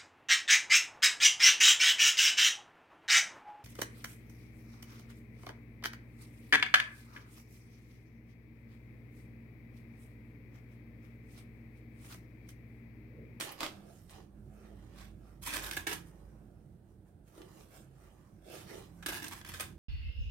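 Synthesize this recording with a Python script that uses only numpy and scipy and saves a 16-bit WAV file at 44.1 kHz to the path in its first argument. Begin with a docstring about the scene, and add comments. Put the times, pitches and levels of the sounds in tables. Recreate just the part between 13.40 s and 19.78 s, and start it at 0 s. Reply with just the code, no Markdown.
"""Lining a bag at the sewing table

A small workshop, with a stereo microphone near the work and everything a little to its right. Stiff synthetic
lining is pushed into a bag: the cloth slides and crinkles, taut panels snap over, and early on a couple of
clips knock on the table. Twice a hand rummages at the side, most likely in a tub of small plastic sewing clips.
The room answers briefly, over a low rumble, a few swelling low notes and a faint hum."""
import sys
import numpy as np
from scipy import signal
from scipy.fft import rfft, irfft
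from scipy.io import wavfile
from scipy.ndimage import uniform_filter1d

SR = 44100
rng = np.random.default_rng(int(sys.argv[2]) if len(sys.argv) > 2 else 0)


def digitize_waveform(pressure):
    """Quantize a signal to 16-bit integers and store it at the path in sys.argv[1].

    Rows of a 2-D input are taken as channels; values are limited to [-1, 1].
    """
    field = np.atleast_2d(pressure).T
    bounded = np.clip(field, -1, 1)
    quanta = np.round(bounded * 32767).astype(np.int16)
    wavfile.write(sys.argv[1], SR, quanta)


N = 281358
TIME = np.arange(N) / SR

# Likeness of the microphone's two ports. Each row: frequency in Hz, correlation.
PORT_CORRELATION = [(60, 1), (200, 0.97), (400, 0.64), (800, 0.54), (1500, 0.082), (3000, 0.0067),
                    (16000, 0)]
# The workshop's ring. Each row: frequency in Hz, seconds to die away by 60 dB.
WORKSHOP_T60 = [(200, 0.72), (530, 0.33), (1400, 0.26), (3700, 0.24), (9700, 0.24), (16000, 0.2)]

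# Colours of the room tone. Each row: frequency in Hz, relative level in dB.
RUMBLE_COLOUR = [(20, -38), (34, -9.5), (48, -2.5), (70, -7.5), (86, 1), (105, -2.5), (135, -1),
                 (165, -4.5), (205, -3.5), (255, -15.5), (330, -8), (450, -29.5), (1500, -52.5)]
AIR_COLOUR = [(30, -10.5), (200, 1.5), (360, 1.5), (500, -3), (750, -7), (1100, -20.5), (1550, -17),
              (2200, -27), (4000, -31), (7000, -40), (9000, -25), (10500, -32.5), (16000, -35)]
# How rumble and hum swell and ease. Each row: time in seconds, relative level in dB.
RUMBLE_CURVE = [(0, -57.5), (2.3, -54), (3.8, -58.5), (4.9, -57), (5.7, -53.5), (6.38, -54.5)]
HUM_CURVE = [(0, -69), (.55, -67.5), (1.1, -55.5), (2.27, -52.5), (2.45, -59), (2.85, -55.5), (3.3, -68.5),
             (6.38, -65)]
# Lines of the hum. Each row: pitch in Hz, waver in Hz, relative level in dB.
HUM_LINES = [(53.2, 2.1, 0), (367, 4, -22), (585, 3.4, -23.5)]

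# Cloth drawn over cloth. Each row: peak time and length in seconds, relative rub level in dB,
# then the rustle of the folds and the fizz of the weave as offsets from it in dB.
CLOTH_STROKES = [(.005, 0.1, -48, 1.5, 1), (0.094, 0.086, -55, 1, -14), (0.233, 0.076, -51, 2.5, -5),
                 (.33, 0.18, -65, -3.5, -7.5), (0.5, 0.13, -70.5, -6, -7), (0.573, 0.21, -82.5, 5, 11),
                 (.71, 0.028, -71, 5, 9), (0.758, .12, -64.5, -1.5, -7), (0.985, .2, -80, -16, -11),
                 (1.144, 0.028, -76.5, -11, -2.5), (1.19, 0.21, -71, -17, -8),
                 (1.255, 0.18, -70.5, -7, -12), (1.44, 0.48, -73, -5.5, -8.5), (1.611, 0.12, -67, 4.5, 0),
                 (1.885, 0.19, -72.5, -9, -7), (2.677, 0.057, -73, -5, 1.5), (2.76, 0.68, -74, -10.5, -8.5),
                 (3.2, 0.44, -91, -6, -2), (3.502, .1, -84, -7.5, -2.5), (3.682, 0.073, -80, -9, -4),
                 (3.883, 0.046, -78, 0.5, 4), (3.982, 0.12, -67, -5, -2.5), (4.097, 0.18, -71, -5, -3),
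                 (4.192, 0.15, -71, -3.5, 2.5), (4.36, .12, -66.5, -2.5, 1.5), (4.644, 0.26, -71, -7, -6),
                 (4.84, 0.56, -77.5, -11, -6), (5.146, 0.12, -62, 4, 3.5), (5.206, 0.087, -63.5, 1, -0.5),
                 (5.299, 0.075, -62.5, 2.5, -0.5), (5.37, 0.14, -59.5, -2, -3.5),
                 (5.61, 0.25, -70.5, -10, -5)]
# A seam zipping over the weave. Each row: peak time and length in seconds, relative level in dB.
SEAM_ZIPS = [(.113, 0.013, -60.5), (0.124, 0.011, -48.5)]
# Fingers dragging on the bag. Each row: peak time and length in seconds, relative level in dB.
FINGER_PRESSES = [(.01, 0.21, -52), (.235, 0.098, -50), (0.472, 0.11, -59), (0.79, 0.1, -61),
                  (1.207, 0.15, -60.5), (1.32, 0.088, -56), (1.553, 0.29, -61.5), (1.9, .25, -70.5),
                  (2.3, 0.29, -60), (2.78, 0.28, -62), (3.12, 0.19, -69.5), (4.008, .1, -52),
                  (4.18, 0.092, -53.5), (4.348, .12, -61.5), (4.62, 0.58, -70.5), (5.117, 0.12, -49),
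                  (5.341, 0.12, -48)]
# Sharp clicks: mostly panels snapping, but the loud ones near 0.21 s and 0.23 s are clips knocking on the
# table. # Each row: time in seconds, relative strength in dB, the thud's offset in dB.
SNAPS = [(.0092, -8.5, -6), (0.025, -18.5, 6.5), (0.0932, -19.5, -13), (0.206, -3.5, -14),
         (0.213, -17, 9.5), (0.2313, -6, -2.5), (.2375, -14, 0), (.244, -12, -6), (.251, -14, -21),
         (0.264, -11.5, -22), (0.696, -30.5, -14), (0.735, -31, -15), (1.5853, -29, 1),
         (3.979, -36.5, 17.5), (4.0179, -26, -2), (4.208, -34, -9), (5.138, -37, 8), (5.345, -26, 2)]
# The panel's resonances. Each row: frequency and width in Hz, strength in dB against its colour.
PANEL_RESONANCES = [(1260, 240, 4), (2018, 151, -1.5), (2540, 230, 0), (3380, 260, 4.5), (5050, 400, -8.5)]
# Colours of lining and bag. Each row: frequency in Hz, relative level in dB.
RUB_COLOUR = [(150, -33), (500, 4), (750, 6), (950, 2), (1300, 3), (2000, -2), (3000, -8.5), (5000, -31.5),
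              (16000, -61)]
FOLD_COLOUR = [(600, -8), (1800, 6), (2600, 6), (3500, 4), (5000, -3), (6500, -7), (10000, -19.5),
               (16000, -42)]
WEAVE_COLOUR = [(1000, -25), (3500, -38), (5500, 4.5), (7500, 5), (9000, 9.5), (10200, 3), (13000, 6),
                (16000, -1)]
SEAM_COLOUR = [(2000, -30), (8000, -12.5), (9500, 1.5), (11000, 0), (13500, -0.5), (16000, -3)]
SCUFF_COLOUR = [(100, -38.5), (250, -10), (360, 0), (560, -4.5), (720, -8.5), (950, -27.5), (2000, -33),
                (8000, -59.5)]
PANEL_COLOUR = [(100, -22), (300, -6.5), (650, 2), (1000, 1.5), (3000, -0.5), (5000, -0.5), (7000, -6.5),
                (10000, -13.5), (13000, -10.5), (16000, -19.5)]
THUD_COLOUR = [(60, -5), (170, -10.5), (260, 0), (350, 8), (470, -5.5), (660, 2.5), (950, -21.5),
               (3000, -40), (9000, -66)]

# Notes in the rumble. Each row: peak time and length in seconds, pitch in Hz, relative level in dB.
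LOW_NOTES = [(0.402, .4, 205.2, -59.5), (0.867, 0.28, 205, -62.5), (1.21, 0.35, 205.8, -60),
             (1.68, 0.2, 206.7, -60), (2.4, 0.055, 88, -51.5), (2.597, .3, 171, -58.5),
             (4.49, 0.19, 134, -57.5), (5.603, 0.28, 172.8, -55.5), (6.24, 0.55, 84.5, -56.5)]

# The hand in the clips. Each row: start and length in seconds, relative level in dB, glint offset in dB.
CLIP_STIRS = [(2.008, 0.073, -57.5, 6), (2.048, 0.081, -43.5, -6), (2.119, 0.056, -41, -3.5),
              (2.207, 0.075, -46.5, -2.5), (2.3, 0.038, -48, -2), (2.357, 0.033, -50, -6),
              (2.464, 0.068, -43.5, -5.5), (5.656, 0.12, -45, -5), (5.803, 0.066, -50, -5.5),
              (5.896, 0.038, -50, -5.5), (5.946, 0.034, -58, -0.5), (6.043, 0.1, -54.5, -4),
              (6.127, 0.041, -52.5, -4), (6.187, 0.026, -43.5, -5), (6.25, 0.065, -70, -5)]
# A heap of clips tumbling. Each row: start in seconds, relative strength in dB, length in seconds,
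# glint offset in dB.
CLIP_TUMBLES = [(2.035, -40, 0.012, 9), (2.063, -14.5, 0.018, 2), (2.072, -17, .014, 5.5),
                (2.137, -14.5, 0.017, 3), (2.165, -23, 0.0035, 4), (2.235, -18, 0.012, 0),
                (2.3116, -7.5, 0.0018, -3.5), (2.3675, -6, 0.012, -4.5), (2.4682, -6, 0.0033, -8),
                (2.472, -6.5, 0.0042, -3), (2.478, -8.5, .005, -8), (2.515, -10, 0.0094, -10),
                (2.528, -10.5, 0.01, 0), (5.626, -19, 0.014, -14), (5.6611, -6.5, 0.0099, 0),
                (5.686, -7.5, 0.011, -4.5), (5.742, -18, 0.0051, 1), (5.828, -22, 0.0051, 3),
                (5.842, -14, .008, -4), (5.881, -28.5, 0.0042, 11.5), (5.924, -15.5, .014, -7),
                (6.013, -20, 0.0033, -29), (6.048, -18.5, 0.0048, -10), (6.0877, -19, 0.014, 1),
                (6.139, -15, .008, -4), (6.1974, -8, .004, -9), (6.2055, -10.5, 0.0065, 2)]
# The tub's resonances. Each row: frequency and width in Hz, strength in dB against its colour.
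TUB_RESONANCES = [(320, 55, 15.5), (1026, 150, 6.5), (1490, 38, -13), (1587, 130, 6), (1686, 99, 5),
                  (2150, 130, -1.5), (2420, 80, -9.5), (3480, 250, -1)]
# Colours of clip on tub and clip on clip. Each row: frequency in Hz, relative level in dB.
KNOCK_COLOUR = [(80, -13.5), (250, -10.5), (550, -6.5), (720, -1.5), (900, -0.5), (1300, -4), (2500, -1),
                (3600, -3.5), (4500, -8.5), (6500, -5.5), (10000, -19), (16000, -17)]
GLINT_COLOUR = [(500, -20), (2500, 1), (5000, -0.5), (7000, -4), (9000, 1.5), (10200, -2.5), (12000, 2),
                (13500, -2.5), (16000, -4)]


def amp(db):
    """Decibels to gain."""
    return 10 ** (np.asarray(db) / 20)


def unit(x):
    """Scales to rms 1."""
    return x / np.sqrt(np.mean(x ** 2) + 1e-20)


def value_at(points, hz):
    """Reads a curve on a log-frequency axis."""
    f, value = np.transpose(points)
    return np.interp(np.log(hz + 1), np.log(f + 1), value)


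def level(curve):
    """Gain that follows a dB curve and is silent outside it."""
    s, db = np.transpose(curve)
    return uniform_filter1d(amp(np.interp(TIME, s, db)) * (TIME >= s[0]) * (TIME <= s[-1]), size=300)


def wander(pace_s):
    """Slow random drift with a new value every pace_s."""
    values = rng.standard_normal(1000)
    return np.interp(TIME / pace_s, np.arange(len(values)), values)


def convolve(x, response):
    """Filters each channel and keeps the scene's length."""
    return signal.oaconvolve(np.atleast_2d(x), np.atleast_2d(response), axes=1)[:, :N]


def colour(x, points, modes=(), size=8192):
    """Causal filter of energy 1: a broad spectrum with resonances standing on it."""
    hz = np.fft.rfftfreq(size, 1 / SR)
    peaks = 1 + sum(amp(db) ** 2 / (1 + (2 * (hz - f) / width) ** 2) for f, width, db in modes)
    cepstrum = irfft(np.log(amp(value_at(points, hz)) * np.sqrt(peaks)))
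    cepstrum[1:size // 2] *= 2  # folded for minimum phase
    cepstrum[size // 2 + 1:] = 0
    response = irfft(np.exp(rfft(cepstrum)))[:size // 2]
    return convolve(x, response / np.linalg.norm(response))


def at_ports(x):
    """Makes two unrelated channels alike in the bass, as at two closely spaced microphone ports."""
    a, b = rfft(x)
    correlation = np.clip(value_at(PORT_CORRELATION, np.fft.rfftfreq(x.shape[1], 1 / SR)), 0, 1)
    turn = np.arccos(correlation) / 2
    mid, side = a * np.cos(turn), b * np.sin(turn)
    return irfft(np.array([mid + side, mid - side]), x.shape[1])


def noise():
    """White noise at the two ports."""
    return at_ports(rng.standard_normal((2, N)))


def grains(per_s, spread_db):
    """Random tiny impacts, mostly small and a few large, of steady mean power."""
    size = amp(spread_db * np.minimum(rng.exponential(1, N), 4))
    train = size * rng.choice([-1, 1], N) * (rng.random(N) < per_s / SR)
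    return train / np.sqrt(abs(uniform_filter1d(train ** 2, size=1500)) + 1e-3)


def scatter(train, ring_s, count=16):
    """Each impact takes one of several contact points, each with its own brief ring at each port."""
    t = np.arange(400) / SR
    decay = np.exp(-t / ring_s)
    rings = np.array([at_ports(rng.standard_normal((2, len(t))) * decay) for _ in range(count)])
    rings /= np.linalg.norm(rings, axis=2, keepdims=True)
    point, out = rng.integers(0, count, N), np.zeros((2, N + len(t)))
    for at in np.flatnonzero(train):
        out[:, at:at + len(t)] += train[at] * rings[point[at]]
    return out[:, :N]


def swell(peak, length, rise_share=0.47, roundness=1.4):
    """Gain that rises to a rounded top and dies away, as when a hand speeds up and slows to rest."""
    away = np.maximum((peak - TIME) / rise_share, (TIME - peak) / (1 - rise_share)) / length
    return np.exp(-np.minimum(away ** roundness, 30))


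def together(shapes, db):
    """Overlapping gestures, each at its own level, add in power."""
    return np.sqrt(amp(db) ** 2 @ np.square(shapes))


def drift(x, depth_db, span_frames=9, span_bins=9):
    """Patches of the spectrum swell and sink at random."""
    spectra = signal.stft(x, SR, nperseg=512)[2]
    patches = uniform_filter1d(rng.standard_normal(spectra.shape[1:]), span_bins, axis=0)
    patches = unit(uniform_filter1d(patches, span_frames, axis=1))
    return signal.istft(spectra * unit(amp(depth_db * patches)), SR, nperseg=512)[1][:, :N]


def reflections(x, near_db, tail_db, near_s=0.003):
    """What comes back to the microphone: quick echoes off table and machine, then the room's tail."""
    t = np.arange(SR // 2) / SR
    taps = rng.standard_normal((2, len(t))) * (rng.random((2, len(t))) < .15) * (t > .0008)
    near = at_ports(taps * np.exp(-t / near_s))
    diffuse = at_ports(rng.standard_normal((2, len(t))) * (t > .005))
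    hz, when, spectra = signal.stft(diffuse, SR, nperseg=256)
    decay = amp(-60 * when / value_at(WORKSHOP_T60, hz)[:, None])
    tail = signal.istft(spectra * decay, SR, nperseg=256)[1][:, :len(t)]
    echoes = amp(near_db) * near / np.linalg.norm(near[0]) + amp(tail_db) * tail / np.linalg.norm(tail[0])
    return convolve(x, echoes)


def in_workshop(x, near_db, tail_db, turns_per_s=3, count=3):
    """Direct sound plus reflections whose pattern keeps changing as the hand moves."""
    echoes = np.zeros((2, N))
    for k in range(count):
        share = np.sqrt(2 / count) * np.cos(np.pi * (turns_per_s * TIME + k / count))  # squares sum to 1
        echoes += reflections(x * share, near_db, tail_db)
    return x + echoes


def wavering_tone(hz, waver_hz, pace_s):
    """A sine of rms 1 whose pitch wanders."""
    pitch = hz + waver_hz * wander(pace_s)
    return np.sqrt(2) * np.sin(2 * np.pi * np.cumsum(pitch) / SR)


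def room_tone(wander_db=2.35, pace_s=.09):
    """The rumble of table and room and a hum, both unsteady in level, with faint steady air."""
    rumble = amp(-2.5) * unit(colour(noise(), RUMBLE_COLOUR)) * level(RUMBLE_CURVE)
    rumble *= amp(wander_db * wander(pace_s))
    air = amp(-68) * unit(colour(noise(), AIR_COLOUR))
    hum = sum(amp(db) * wavering_tone(hz, waver_hz, pace_s=.07) for hz, waver_hz, db in HUM_LINES)
    hum *= amp(-2) * level(HUM_CURVE) * amp(wander_db * wander(pace_s))
    return rumble + air + hum


def sliding_cloth():
    """Threads catch and slip in a dense crackle: cloth rubs, folds rustle, weave fizzes, a seam zips."""
    rub_db, rustle_db, fizz_db = np.transpose(CLOTH_STROKES)[2:]
    strokes = [swell(peak, length) for peak, length, *_ in CLOTH_STROKES]
    zipping = sum(amp(db) * np.exp(-(2 * (TIME - peak) / length) ** 2) for peak, length, db in SEAM_ZIPS)
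    slips = unit(scatter(grains(per_s=1800, spread_db=2.5), ring_s=.0004) + amp(-2.5) * noise())
    rub = amp(1) * colour(slips * together(strokes, rub_db), RUB_COLOUR)
    rustle = amp(2.5) * colour(slips * together(strokes, rub_db + rustle_db), FOLD_COLOUR)
    fizz = amp(1.5) * colour(slips * together(strokes, rub_db + fizz_db), WEAVE_COLOUR)
    seam = colour(slips * zipping, SEAM_COLOUR)
    return rub + rustle + fizz + seam


def bag_scuff():
    """Fingers press and drag on the hollow bag, which answers with a dull scuff."""
    presses = [swell(peak, length) for peak, length, _ in FINGER_PRESSES]
    pressure = together(presses, db=np.transpose(FINGER_PRESSES)[2])
    friction = scatter(grains(per_s=650, spread_db=2), ring_s=0.0007)
    return amp(-4) * colour(friction * pressure, SCUFF_COLOUR)


def panel_snaps(settle_s=0.0034):
    """A taut panel flips over, or a clip knocks on the table: a sharp crack, a crunch of small folds after it,
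    and a thud of the bag."""
    crack, thud = np.zeros(N), np.zeros((2, N))
    for s, db, thud_db in SNAPS:
        crack[round(s * SR)] -= amp(db)
        thud[:, round(s * SR)] -= amp(db + thud_db)
    pole = np.exp(-1 / (settle_s * SR))  # spreads each crack's energy in time
    settling = np.sqrt(signal.lfilter([1 - pole], [1, -pole], crack ** 2 + 1e-20))
    crunch = amp(-8) * settling * grains(per_s=2000, spread_db=3)
    crinkle = amp(-12.5) * crack + scatter(amp(-5) * crack + crunch, ring_s=0.0011)
    return amp(-2) * colour(crinkle, PANEL_COLOUR, PANEL_RESONANCES) + amp(-9) * colour(thud, THUD_COLOUR)


def low_notes():
    """Each low note swells out of the rumble, wavers a little and fades."""
    return sum(amp(db) * swell(peak, length) * wavering_tone(hz, waver_hz=2.5, pace_s=.05)
               for peak, length, hz, db in LOW_NOTES)


def stir(start, length, rise_s=0.021, settle_db_per_s=330):
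    """Gain of one stir: the heap starts to move quickly and settles once the hand stops."""
    rise = np.clip((TIME - start) / rise_s, 0, 1) ** 2
    return rise * amp(-settle_db_per_s * np.clip(TIME - start - length, 0, 1))


def clip_ticks(train, low_hz, high_hz, ring_s, ring_db, clip_count=48, mode_count=5):
    """Each impact strikes one of many clips: a dry tick plus that clip's own few short modes."""
    t = np.arange(1500) / SR
    struck, out = rng.integers(0, clip_count, N), np.zeros((2, N + len(t)))
    hits = np.flatnonzero(train)
    for clip in range(clip_count):
        hz = low_hz * (high_hz / low_hz) ** rng.random((mode_count, 1))
        phase = rng.random((2, mode_count, 1))
        modes = np.sin(2 * np.pi * (hz * t + phase)).sum(1) * np.exp(-t / ring_s)
        tick = at_ports(rng.standard_normal((2, len(t))) * np.exp(-t / 0.001))
        sound = unit(unit(tick) + amp(ring_db) * unit(modes)) / np.sqrt(len(t))
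        for at in hits[struck[hits] == clip]:
            out[:, at:at + len(t)] += train[at] * sound
    return out[:, :N]


def tub_of_clips(tumble_ticks=7):
    """Light plastic clips knock on the tub and glint against each other, in stirs and sudden tumbles."""
    stirs = [stir(start, length) for start, length, *_ in CLIP_STIRS]
    stir_db, glint_db = np.transpose(CLIP_STIRS)[2:]
    impacts = grains(per_s=1150, spread_db=2.5)
    knocks = amp(-2) * impacts * together(stirs, stir_db)
    glints = impacts * together(stirs, stir_db + glint_db)
    for start, db, length, glint_offset_db in CLIP_TUMBLES:
        jitter = rng.random(tumble_ticks)
        late = (np.arange(tumble_ticks) + jitter - jitter[0]) / tumble_ticks
        size = np.exp(-.7 * late)  # the first tick is on time, later ones are weaker
        size *= amp(db) / np.linalg.norm(size)
        at = np.round((start + length * late) * SR).astype(int)
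        knocks[at] += amp(-7) * size
        glints[at] += amp(-5 + glint_offset_db) * size
    tub = clip_ticks(knocks, low_hz=1198, high_hz=4854, ring_s=0.0029, ring_db=-7.5)
    plastic = clip_ticks(glints, low_hz=5010, high_hz=14060, ring_s=0.002, ring_db=-3.5)
    tub = drift(colour(tub, KNOCK_COLOUR, TUB_RESONANCES), depth_db=1.45, span_frames=7, span_bins=4)
    plastic = drift(colour(plastic, GLINT_COLOUR), depth_db=2.2, span_frames=6, span_bins=10)
    return tub + plastic


def to_right(x, db):
    """Makes the right channel louder than the left by db."""
    return x * amp([[-db / 2], [db / 2]])


def scene():
    """The table as the microphone hears it, with everything somewhat to the right."""
    cloth, scuff = sliding_cloth(), bag_scuff()
    cloth = drift(cloth, depth_db=2)  # folds open and close
    fabric = in_workshop(cloth + scuff, near_db=-3, tail_db=-6)
    snaps = in_workshop(panel_snaps(), near_db=-9.5, tail_db=-4)
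    clips = in_workshop(tub_of_clips(), near_db=-4, tail_db=-5.5)
    background = room_tone() + low_notes()
    return to_right(fabric, 4) + to_right(snaps, 2) + to_right(clips, 3.5) + to_right(background, 5.5)


def record(dry):
    """The recorder's band limit cuts off the highest treble."""
    edge_hz = 16050
    lowpass = signal.firwin(401, edge_hz, window=("kaiser", 8), fs=SR)
    return signal.oaconvolve(dry, lowpass[None], "same", axes=1)


dry = scene()
out = record(dry)
digitize_waveform(out)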